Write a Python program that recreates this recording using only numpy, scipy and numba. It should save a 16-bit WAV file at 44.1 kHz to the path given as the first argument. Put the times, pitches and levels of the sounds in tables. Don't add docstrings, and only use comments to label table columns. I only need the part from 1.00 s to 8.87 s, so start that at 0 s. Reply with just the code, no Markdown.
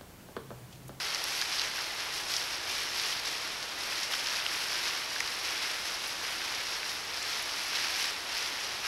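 import sys
import numpy as np
from scipy import signal
from scipy.fft import rfft, irfft
from scipy.io import wavfile
from numba import njit

SR = 44100
rng = np.random.default_rng(int(sys.argv[2]) if len(sys.argv) > 2 else 0)


def output_pcm(signal):
    pcm = np.clip(np.atleast_2d(signal).T, -1, 1) * 32767
    wavfile.write(sys.argv[1], SR, np.round(pcm).astype(np.int16))


N = 347067
TIME = np.arange(N) / SR


def undb(db):
    return 10 ** (np.asarray(db) / 20)


def unit(x):
    return x / np.sqrt(np.mean(x ** 2))


def wander(rate_hz):
    knots = rng.standard_normal(4000)
    return 1.2 * np.interp(TIME * rate_hz, np.arange(len(knots)), knots)


def colour(x, points, size=4096):
    hz, db = np.transpose(points)
    grid_hz = np.maximum(np.arange(size // 2 + 1) * SR / size, 1)
    gain = undb(np.interp(np.log(grid_hz), np.log(hz), db))
    cepstrum = irfft(np.log(gain))
    cepstrum[1:size // 2] *= 2
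    cepstrum[size // 2 + 1:] = 0
    impulse = irfft(np.exp(rfft(cepstrum)))
    return signal.fftconvolve(x, impulse)[:N]


def below(x, hz):
    return signal.sosfiltfilt(signal.butter(2, hz, fs=SR, output="sos"), x)


@njit
def rings(times, hz, sizes, cycles):
    out = np.zeros(N)
    for k in range(len(times)):
        step = min(hz[k], .45 * SR) / SR
        pole = np.exp(step * (2j * np.pi - 1 / cycles))
        phasor = sizes[k] + 0j
        start = int(times[k] * SR)
        for i in range(max(start, 0), min(N, start + int(5 * cycles / step))):
            out[i] += phasor.imag
            phasor *= pole
    return out


def hiss(level_db=-41):
    # freq_hz, relative_db
    hiss_eq = [(20, -6), (80, -1), (105, -2), (130, -4.5), (220, -4.5), (330, 2), (520, 2), (900, 4),
               (2200, 2.5), (5500, 0.5), (7200, -13.5), (11600, -13), (13800, -28), (15700, -26)]
    return undb(level_db) * unit(colour(rng.standard_normal(N), hiss_eq))


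def hum(waver_hz=2.56, waver_db=2):
    # pitch_hz, start_rms_db, end_rms_db
    tones = [(72, -78, -73), (143.3, -65.5, -80.5)]
    out = np.zeros(N)
    for pitch_hz, start_db, end_db in tones:
        phase = 2 * np.pi * np.cumsum(pitch_hz + waver_hz * wander(9)) / SR
        level_db = np.linspace(start_db, end_db, N) + waver_db * wander(5.5)
        out += unit(np.sin(phase)) * undb(level_db)
    return out


def trunks(x, t60_s=.19, send_db=-17):
    t = TIME[:SR // 2]
    echoes = rng.standard_normal(len(t)) * undb(-60 * t / t60_s) * (t > .004)
    echoes /= np.sqrt(np.sum(echoes ** 2))
    return undb(send_db) * below(signal.fftconvolve(x, echoes)[:N], 6000)


def twig_snaps(splinter_db=-7, fibres=6, pitch_spread=.12):
    # start_s, level_db (over 5 ms, before the EQ), pitch_hz, splinter_s
    breaks = [(0.147, -28.5, 5150, .0024), (0.24, -30.5, 5200, .0022), (0.24, -32, 11000, .002),
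              (0.4142, -26.5, 4520, .0013), (0.4214, -31.5, 1650, 0.0016), (0.528, -33, 4800, .0006),
              (0.585, -31, 4600, 0.0028), (0.5955, -27, 4370, .0014), (0.6168, -31, 5360, 0.00021),
              (0.783, -34.5, 1690, 0.0052), (1.339, -29, 5000, .003), (1.3657, -26.5, 5200, .0027),
              (1.7, -35, 3600, 0.0041), (1.998, -31, 4700, .002), (2.628, -33.5, 4870, 0.0072),
              (3.032, -31, 5400, .002), (3.1357, -29, 3160, 0.0016), (3.14, -33, 1490, 0.0038),
              (3.271, -32, 4400, 0.00077), (3.286, -33, 4500, .001), (3.4605, -35, 1900, 0.001),
              (3.4644, -27.5, 2940, 0.00057), (4.162, -34.5, 1770, .0023), (4.2039, -29.5, 6060, 0.0025),
              (4.2055, -26.5, 2070, 0.00097), (4.276, -32.5, 4800, .005), (4.4495, -37, 5000, 0.00038),
              (5.075, -37, 10500, .0067), (5.549, -34, 4970, 0.002), (5.8305, -33, 2400, 0.001),
              (6.227, -34, 7000, .002), (6.402, -43, 11000, 0.0018), (6.425, -38, 11000, .002),
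              (6.846, -35, 2400, .003), (7.027, -34, 5300, 0.0048)]
    out = np.zeros(N)
    for start_s, level_db, pitch_hz, splinter_s in breaks:
        lag, detune, strength = rng.standard_normal((3, fibres))
        times = start_s + np.append(0, splinter_s * abs(lag))
        pitches = pitch_hz * np.exp(np.append(0, pitch_spread * detune))
        sizes = np.append(1, undb(splinter_db) * np.tanh(2 * strength))
        snap = rings(times, pitches, sizes, cycles=1.4)
        low_cut = signal.butter(2, .7 * pitch_hz, "high", fs=SR, output="sos")
        snap = signal.sosfilt(low_cut, snap + 1e-18)
        out += undb(level_db) * snap / np.sqrt(np.sum(snap ** 2) / (.005 * SR))
    return colour(out, [(6000, 0), (7500, -7), (11800, -1), (13600, -22)])


def crackle(leaves_per_s=2200, crumple_s=.0015, force_db=1.5, pitch_spread=.3, cracks=6):
    leaves = int(leaves_per_s * N / SR)
    when, pitch, force = rng.random((3, leaves, 1))
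    lag, detune = rng.standard_normal((2, leaves, cracks))
    times = when * N / SR + crumple_s * lag ** 2
    leaf_hz = 500 * 32 ** pitch
    hz = leaf_hz * np.exp(pitch_spread * detune)
    force = np.minimum(-np.log(1 - force), 4)
    sizes = hz * undb(force_db * force) * np.sign(lag) * (hz < .42 * SR)
    return unit(rings(times.ravel(), hz.ravel(), sizes.ravel(), cycles=1.6))


def jerks(per_s=64, settle_s=.029):
    jolts = rng.random(N) < per_s / SR
    decay = np.exp(-1 / (settle_s * SR))
    return unit(signal.lfilter([1], [1, -decay], jolts - per_s / SR))


def stirring(shuffle_db=-42.5, shuffle_crisp_db=1.5, shuffle_deep_db=2.5, attack_share=.48, settle_s=.12):
    # start_s, push_s, level_db, crisp_offset_db, deep_offset_db
    shoves = [(-0.11, .26, -35.5, -0.5, -1), (0.186, .22, -35, 2.5, -1), (0.428, .19, -33, -2.5, -2.5),
              (0.73, 0.09, -36.5, .5, -1), (0.95, .09, -38, -2, -1), (1.11, 0.066, -38.5, 4.5, -1.5),
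              (1.26, .09, -32, 1, -3), (1.484, .05, -40.5, 0, 2), (1.58, 0.25, -34.5, .5, 0.5),
              (1.875, .22, -32.5, -0.5, -1), (2.214, 0.095, -34, -2.5, -5), (2.37, 0.15, -41.5, 0, 3),
              (2.76, .05, -44.5, 6, 6), (2.834, .2, -34.5, -1.5, -0.5), (3.094, .05, -34, 0.5, 1.5),
              (3.158, 0.23, -36, 0, 2), (3.4, 0.26, -37, 3, 3), (3.672, 0.095, -34.5, 1, 3),
              (3.782, .19, -36, -1, 1), (3.96, 0.39, -39, 0.5, 0), (4.392, .12, -35, 0.5, 1.5),
              (4.55, .17, -37.5, 1.5, 4), (4.76, 0.19, -38, 0, -3), (5.02, .04, -39, 1.5, -1),
              (5.175, 0.15, -39, 2.5, 4), (5.328, 0.27, -37.5, -2, 2.5), (5.59, 0.17, -38, 0.5, -1.5),
              (5.82, 0.095, -37.5, 0, -3), (6.063, 0.34, -35.5, -1.5, -1.5), (6.44, 0.25, -38, 0, -1),
              (6.642, 0.23, -33.5, -2, 2), (6.878, 0.16, -33, -1, 0), (7.235, 0.23, -35, -1.5, .5),
              (7.5, 0.25, -38.5, -4, -1), (7.82, 0.09, -34.5, 0, 4.5)]
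    power = undb(shuffle_db + np.array([[0], [shuffle_crisp_db], [shuffle_deep_db]])) ** 2
    for start_s, push_s, level_db, crisp_db, deep_db in shoves:
        age = TIME - start_s
        attack = np.clip(age / (attack_share * push_s), 0, 1)
        release = np.exp(-np.maximum(age - push_s, 0) / settle_s)
        gains = undb(level_db + np.array([[0], [crisp_db], [deep_db]]))
        power = power + (gains * attack * release) ** 2
    return np.sqrt(power)


def rustle(slide_db=-1, ticks_db=-11, ticks_per_s=80, jerk_db=.62, crisp_trim_db=-1.04, deep_trim_db=-.1):
    # freq_hz, relative_db
    leaf_eq = [(150, -29.5), (350, -19), (800, -8), (1400, -3), (2200, -0.5), (3700, -2), (5500, 1),
               (6200, -5.5), (7200, -12), (9000, -15), (11600, -10.5), (12700, -19.5), (13800, -32),
               (15700, -27)]
    cracks = crackle()
    ticks = unit(np.tanh(rng.standard_normal(N)) * (rng.random(N) < ticks_per_s / SR))
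    slide = rng.standard_normal(N)
    leaves = unit(colour(cracks + undb(slide_db) * slide + undb(ticks_db) * ticks, leaf_eq))
    lows, up_to_mids, up_to_highs = (below(leaves, hz) for hz in (1250, 3000, 6600))
    effort, crisp, deep = stirring()
    bottom = lows * effort.mean() * (effort / effort.mean()) ** .46
    body = (up_to_mids - lows) * deep * undb(deep_trim_db)
    crunch = (up_to_highs - up_to_mids) * effort
    top = (leaves - up_to_highs) * crisp * undb(crisp_trim_db)
    return (bottom + body + crunch + top) * undb(jerk_db * jerks())


def scene():
    hogs = rustle() + twig_snaps()
    return (hogs + trunks(hogs) + hiss() + hum())[None]


def record(dry):
    return signal.sosfilt(signal.ellip(10, .2, 80, 15700, fs=SR, output="sos"), dry)


dry = scene()
out = record(dry)
output_pcm(out)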